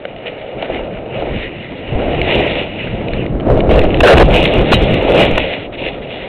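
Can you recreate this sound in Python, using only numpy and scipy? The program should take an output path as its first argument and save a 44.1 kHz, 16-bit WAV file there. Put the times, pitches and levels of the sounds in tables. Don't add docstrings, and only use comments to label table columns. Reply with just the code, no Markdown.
import sys
import numpy as np
from scipy import signal
from scipy.fft import rfft, irfft, next_fast_len
from scipy.io import wavfile
from scipy.ndimage import map_coordinates

SR = 44100
rng = np.random.default_rng(int(sys.argv[2]) if len(sys.argv) > 2 else 0)


def makeup_ratio(level_db):
    decades = np.asarray(level_db, float) / 20
    return 10 ** decades


def inscribe(sig):
    pcm = np.round(np.clip(np.atleast_2d(sig).T, -1, 1) * 32767)
    wavfile.write(sys.argv[1], SR, pcm.astype(np.int16))


N = 276934
MID_WIND_DB, MID_SHAKE_DB, MID_RUB_DB = -27, -22, -30


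def unit(x):
    return x / np.sqrt(np.mean(x ** 2) + 1e-20)


def seconds():
    return np.arange(N) / SR


def noise():
    return rng.standard_normal(N)


def wobble(rate):
    knots = rng.standard_normal(int(N * rate / SR) + 4)
    return map_coordinates(knots, [np.arange(N) * rate / SR])


def filtered(x, response):
    size = next_fast_len(N + SR // 2)
    hz = np.fft.rfftfreq(size, 1 / SR)
    return irfft(rfft(x, size) * response(hz), size)[..., :N]


def along(points, hz):
    point_hz, value = np.transpose(points)
    return np.interp(np.log(hz + 1), np.log(point_hz + 1), value)


def coloured(x, spectrum):
    return unit(filtered(x, lambda hz: makeup_ratio(along(spectrum, hz))))


def resonant(x, modes):
    def response(hz):
        body = 0
        for k, (centre, width, db) in enumerate(modes):
            damping = 1j * hz * width
            body = body + (-1) ** k * makeup_ratio(db / 2) * damping / (centre ** 2 - hz ** 2 + damping)
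        return body ** 2
    return unit(filtered(x, response))


def grainy(per_second, spread_db, share):
    chance, size, sign = rng.random(N), rng.exponential(size=N), noise()
    grains = (chance < per_second / SR) * sign * makeup_ratio(spread_db * np.minimum(size, 3))
    return np.sqrt(share) * unit(grains) + np.sqrt(1 - share) * noise()


def follows(middle_db, *drives):
    return middle_db + sum(gain * drive for drive, gain in drives)


def with_swells(curve, swells, rise, fall):
    t = seconds()
    curve_s, curve_db = np.transpose(curve)
    power = makeup_ratio(2 * np.interp(t, curve_s, curve_db))
    for start, length, db in swells:
        u = (t - start) / length
        shape = np.clip(u / rise, 0, 1) * np.clip((1 - u) / fall, 0, 1)
        power = power + makeup_ratio(2 * db) * shape ** 2
    return 10 * np.log10(power)


# time in seconds, strength in dB.
WIND_CURVE = [(0, -43), (.5, -43.5), (.7, -31.5), (1.05, -37.5), (1.35, -27), (1.6, -37), (1.87, -34.5),
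              (2.15, -22), (2.6, -31), (3.0, -27), (3.4, -19), (4.0, -16.5), (4.45, -18), (5.0, -21),
              (5.35, -20.5), (5.55, -36), (6.0, -32.5), (6.28, -38)]
# start in seconds, length in seconds, strength in dB.
GUST_SWELLS = [(0.541, 0.087, -32), (1.68, .1, -31), (1.888, 0.16, -19.5), (2.24, .09, -20),
               (2.326, 0.12, -18.5), (3.097, 0.14, -24.5), (3.46, .16, -15.5), (3.675, .15, -11.5),
               (4.092, .19, -8), (4.536, .13, -13), (4.71, .07, -15.5), (4.797, .07, -17),
               (4.891, .13, -16), (5.295, 0.057, -27.5)]


def wind_drive():
    return with_swells(WIND_CURVE, GUST_SWELLS, rise=0.33, fall=0.4) - MID_WIND_DB


# time in seconds, strength in dB.
SHAKE_CURVE = [(0, -30.5), (.2, -32), (.65, -25), (1.05, -25.5), (1.55, -33), (1.85, -31.5), (2.0, -19),
               (2.6, -23), (2.7, -31), (3.1, -23.5), (3.3, -32.5), (3.55, -17.5), (3.95, -18),
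               (4.68, -19.5), (5.0, -18), (5.45, -22.5), (5.7, -29), (6.28, -29)]
# start in seconds, length in seconds, strength in dB.
JOLT_SWELLS = [(.25, 0.076, -28), (1.129, .3, -22.5), (2.242, 0.44, -22), (2.32, .17, -21.5),
               (3.445, .17, -15), (3.702, .12, -12), (3.829, 0.043, -15), (4.027, .21, -5),
               (4.267, 0.23, -13.5), (4.492, 0.075, -16.5), (4.714, 0.056, -19), (5.061, 0.094, -12.5),
               (5.126, 0.19, -10.5), (5.366, 0.064, -20), (5.79, 0.16, -27.5)]


def shake_drive():
    return with_swells(SHAKE_CURVE, JOLT_SWELLS, rise=0.13, fall=0.45) - MID_SHAKE_DB


# time in seconds, strength in dB.
GLIDE_CURVE = [(0, -42.5), (.5, -40.5), (1.08, -41.5), (1.5, -36), (1.85, -36.5), (2.15, -29.5),
               (2.7, -31.5), (3.22, -33.5), (3.33, -48), (3.65, -48), (3.75, -35.5), (3.97, -32.5),
               (4.3, -30), (5.0, -25), (5.5, -27.5), (5.65, -35), (5.69, -46.5), (6.28, -35)]
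# start in seconds, length in seconds, strength in dB.
EDGE_STROKES = [(0.253, 0.043, -33.5), (0.363, .14, -43), (0.564, 0.13, -34.5), (0.664, 0.17, -34.5),
                (.83, 0.036, -38), (1.121, .14, -33), (1.22, 0.29, -29), (1.6, .18, -38),
                (2.185, 0.51, -22), (2.31, .22, -23), (2.772, 0.093, -30), (3.476, 0.053, -40.5),
                (3.563, .06, -35), (3.688, .1, -24.5), (3.811, .06, -28), (4.03, .09, -14),
                (4.13, .12, -21), (4.309, 0.21, -18.5), (4.499, .07, -27), (4.711, .045, -21),
                (4.885, 0.049, -31), (5.071, 0.12, -26.5), (5.133, 0.2, -20.5), (5.363, 0.12, -25.5),
                (5.594, .09, -35.5), (5.721, 0.044, -33), (5.767, 0.16, -27), (5.916, 0.047, -34.5),
                (6.017, 0.045, -34), (6.08, 0.19, -34.5)]


def rub_drive():
    return with_swells(GLIDE_CURVE, EDGE_STROKES, rise=0.16, fall=0.29) - MID_RUB_DB


# frequency in Hz, level in dB per Hz.
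HEAVE_SPECTRUM = [(6, -27.5), (20, -2.5), (45, -1), (85, -5.5), (130, -28), (300, -54), (600, -120)]
# frequency in Hz, level in dB per Hz.
BUFFET_SPECTRUM = [(25, -120), (65, -21), (100, -2.5), (145, -3.5), (210, -5.5), (400, -33), (1500, -120)]
# centre in Hz, width in Hz, level in dB.
PORT_MODES = [(319, 284, 0)]
# centre in Hz, width in Hz, level in dB.
CAVITY_MODES = [(529, 340, 9), (816, 320, -11.5)]


def wind(flutter, air, shake):
    heave = coloured(makeup_ratio(4.2 * wobble(14)) * noise(), HEAVE_SPECTRUM)
    buffet = coloured(makeup_ratio(2.5 * wobble(14)) * noise(), BUFFET_SPECTRUM)
    port_kicks = makeup_ratio(flutter + 0.75 * wobble(30)) * grainy(per_second=240, spread_db=2.5, share=0.37)
    cavity_kicks = makeup_ratio(2.0 * flutter + 0.24 * wobble(45)) * grainy(per_second=240, spread_db=-0.5, share=0.27)
    heave_db = follows(-27.5, (air, 1.154))
    buffet_db = follows(-26, (air, 0.93))
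    port_db = follows(-24, (air, 0.59), (shake, 0.36))
    cavity_db = follows(-22, (air, 0.012), (shake, 0.98))
    pressure = makeup_ratio(heave_db) * heave + makeup_ratio(buffet_db) * buffet
    port = makeup_ratio(port_db) * resonant(port_kicks, PORT_MODES)
    cavity = makeup_ratio(cavity_db) * resonant(cavity_kicks, CAVITY_MODES)
    return pressure + port + cavity


# frequency in Hz, level in dB per Hz.
CRUNCH_SPECTRUM = [(500, -120), (800, 3.5), (1000, -14.5), (1300, -1.5), (1700, -10), (2100, -11),
                   (3000, -120)]
# centre in Hz, width in Hz, level in dB.
SHELL_MODES = [(2470, 420, 0.74), (2947, 376, 0.32)]
# centre in Hz, width in Hz, level in dB.
LOW_SHELL_MODES = [(2034, 550, 0.0032)]
# centre in Hz, width in Hz, level in dB.
FIZZ_MODES = [(3214, 353, -1.5), (3520, 1160, -9)]


def snow(flutter, shake, rub):
    rough_db = 1.3 * wobble(22)
    grains = makeup_ratio(2.3 * flutter + rough_db) * grainy(per_second=700, spread_db=3.5, share=0.3)

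    def patchy():
        return grains * makeup_ratio(1.64 * wobble(20))

    landed = seconds() > 3.7
    crunch_db = follows(-39.5, (shake, 0.59), (rub, 0.13))
    low_db = follows(-33, (rub, 0.83))
    fizz_db = follows(-41, (rub, 1.02)) + 3.5 * landed
    crunch = makeup_ratio(crunch_db) * coloured(patchy(), CRUNCH_SPECTRUM)
    rasp = makeup_ratio(MID_RUB_DB + rub) * resonant(patchy(), SHELL_MODES)
    low = makeup_ratio(low_db) * resonant(patchy(), LOW_SHELL_MODES)
    fizz = makeup_ratio(fizz_db) * resonant(patchy(), FIZZ_MODES)
    return rasp - low + fizz + crunch


# centre in Hz, width in Hz, level in dB.
HELMET_MODES = [(911, 170, 0)]


def helmet(flutter, shake, rub):
    patter = makeup_ratio(1.2 * flutter + 1.9 * wobble(35)) * grainy(per_second=400, spread_db=0.0, share=0.3)
    hum_db = follows(-39.5, (shake, 0.58), (rub, 0.5))
    return makeup_ratio(hum_db) * resonant(patter, HELMET_MODES)


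# frequency in Hz, level in dB per Hz.
HISS_SPECTRUM = [(300, -39.5), (1500, -20), (3000, 1.5), (4300, -2), (6000, 1.5)]


def hiss():
    return makeup_ratio(-55 + 2.5 * wobble(25)) * coloured(noise(), HISS_SPECTRUM)


def hits(events, gain_db, attack_s, puff):
    out = np.zeros(N + SR)
    t = np.arange(SR // 10) / SR
    shell_noise = resonant(noise(), LOW_SHELL_MODES + SHELL_MODES + FIZZ_MODES)
    shell_noise = np.pad(shell_noise, (0, SR))
    for start, db, hz, t60 in events:
        i = round(start * SR)
        ring = np.sin(2 * np.pi * hz * t) + puff * shell_noise[i:i + len(t)]
        decay = makeup_ratio(db + gain_db - 60 * t / max(t60, 0.003))
        out[i:i + len(t)] += decay * (1 - np.exp(-t / attack_s)) * ring
    return out[:N]


# time in seconds, peak in dB, pitch in Hz.
TICK_EVENTS = [(.0522, -14.5, 1520), (.163, -27, 2640), (.27, -17.5, 2600), (.6245, -14.5, 2870),
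               (2.2155, -9, 2260), (2.8722, -17, 1550), (3.0836, -16.5, 2490), (3.1344, -8.5, 2210),
               (3.2633, -19, 2300), (3.3992, -24, 1230), (3.4067, -23, 3120), (3.6046, -10.5, 2200),
               (3.7119, -13.5, 3120), (3.7913, -3.5, 2760), (3.8162, -12.5, 2510), (3.9052, -16, 2660),
               (3.9437, -9, 2650), (3.9715, -17, 2405), (4.3085, -10.5, 2550), (4.477, -10, 2310),
               (4.941, -10, 2720)]


def ticks():
    events = [(s, db, hz, 0.01) for s, db, hz in TICK_EVENTS]
    return hits(events, gain_db=5.5, attack_s=0.0011, puff=0.9)


# time in seconds, peak in dB, pitch in Hz.
KNOCK_EVENTS = [(.053, -7.5, 540), (.162, -19, 690), (.533, -15.5, 549), (.627, -4, 640), (.7, -4, 630),
                (.793, -8.5, 544), (.87, -16, 530), (1.036, -26, 549), (1.223, -2.5, 606), (2.296, -8, 606),
                (2.352, 0, 483), (2.406, -0.5, 686), (2.465, -0.5, 530), (2.87, -10.5, 560),
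                (3.192, -8, 414), (3.488, -6, 590), (3.556, -6, 466), (3.575, 2, 570), (3.642, -7, 570),
                (3.758, 5.5, 549), (3.891, -3.5, 457), (4.553, -7.5, 541), (4.61, -8.5, 447),
                (4.826, -5.5, 425), (4.893, -3, 538), (4.941, -13, 547), (5.025, 0.5, 450), (5.11, 1, 401),
                (5.514, -12.5, 520), (5.98, -14, 590)]


def knocks():
    events = [(s, db, hz, 0.013) for s, db, hz in KNOCK_EVENTS]
    return hits(events, gain_db=7.5, attack_s=0.0017, puff=0.045)


# centre in seconds, width in seconds, pressure (- pulls, + presses).
GUST_FRONTS = [(1.96, 0.0081, -0.43), (3.522, 0.028, -0.21), (3.698, 0.0083, 0.19), (3.738, 0.018, -0.54),
               (3.839, 0.094, 0.31), (3.998, 0.003, -0.5), (4.195, 0.0041, -1.3), (4.231, 0.0098, 1),
               (4.244, 0.004, 0.44), (4.282, 0.012, -0.43), (4.611, 0.006, -0.11), (4.738, 0.006, -0.7),
               (4.743, 0.0041, -0.12), (4.842, 0.021, -0.04), (4.923, 0.0077, -0.26), (5.34, 0.041, 0.25)]


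def shoves():
    t = seconds()
    return sum(pressure * np.exp(-(2 * (t - s) / width) ** 2) for s, width, pressure in GUST_FRONTS)


# start in seconds, length in seconds, boom in dB, rasp in dB.
SCRAPE_EVENTS = [
    (3.772, 0.032, -11, -24.5),
    (4.004, 0.011, -10.5, -7),
    (4.032, 0.039, 5.5, -12),
    (4.071, 0.016, -13.5, -0.5),
    (4.088, 0.056, 7, -7.5),
    (4.171, 0.019, -5, -6.5),
    (4.198, 0.035, 5.5, -14),
    (4.72, 0.019, -9.5, -4.5),
    (5.139, 0.1, -15, -34),
    (5.3778, 0.0072, -3, -3.5),
]


def scrapes():
    t = seconds()
    boom, rasp = np.zeros(N), np.zeros(N)
    for start, length, boom_db, rasp_db in SCRAPE_EVENTS:
        onset = np.clip((t - start) / 0.00097, 0, 1)
        release = np.clip((start + length - t) / 0.0029, 0, 1)
        boom += makeup_ratio(boom_db) * onset * release
        rasp += makeup_ratio(rasp_db) * onset * release
    drag = grainy(per_second=900, spread_db=3, share=0.5)
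    rasp_modes = [(1292, 1400, 6)] + LOW_SHELL_MODES + SHELL_MODES + FIZZ_MODES
    return boom * resonant(drag, CAVITY_MODES) + rasp * resonant(drag, rasp_modes)


# start in seconds, length in seconds, from Hz, to Hz, level in dB.
WHIP_EVENTS = [
    (4.453, .007, 4000, 1750, -6),
    (4.7155, .018, 250, 1300, 7),
]


def whips():
    out = np.zeros(N)
    for start, length, from_hz, to_hz, db in WHIP_EVENTS:
        u = np.arange(round(length * SR)) / (length * SR)
        hz = from_hz * (to_hz / from_hz) ** u
        tone = np.sin(2 * np.pi * np.cumsum(hz) / SR)
        growing_noise = 1.3 * u * rng.standard_normal(len(u))
        steady_noise = 0.3 * rng.standard_normal(len(u))
        envelope = np.sin(np.pi * np.sqrt(u)) ** 0.5
        out[round(start * SR):][:len(u)] += makeup_ratio(db) * (tone + growing_noise + steady_noise) * envelope
    return out


# frequency in Hz, level in dB, t60 in seconds.
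POLE_MODES = [(2530, -2, .11), (2810, -.5, .1), (3047, 0, .09), (3840, .5, .08), (4188, -8.5, .061)]


def pole():
    events = [(4.738, db, hz, t60) for hz, db, t60 in POLE_MODES]
    return hits(events, gain_db=-8.5, attack_s=0.0008, puff=0.059)


def scene():
    flutter = 0.45 * wobble(9)
    air, shake, rub = wind_drive(), shake_drive(), rub_drive()
    steady = wind(flutter, air, shake) + snow(flutter, shake, rub) + helmet(flutter, shake, rub) + hiss()
    contacts = ticks() + knocks() + scrapes() + whips() + pole()
    return (steady + shoves() + contacts)[None]


def roll_off(x):
    return signal.sosfilt(signal.butter(12, 16490, fs=SR, output="sos"), x)


# frequency in Hz, gain in dB.
BAND_LIMIT = [(3800, 0), (4150, -4), (4300, -10), (4480, -21), (4570, -29), (4650, -40), (4750, -56),
              (4850, -90)]


def record(dry):
    saturated = np.clip(dry, -0.717, 0.717)
    narrow = filtered(saturated, lambda hz: makeup_ratio(along(BAND_LIMIT, hz)) * (hz < BAND_LIMIT[-1][0]))
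    shaved = np.clip(narrow, -0.708, 0.708)
    return roll_off(shaved)


dry = scene()
out = record(dry)
inscribe(out)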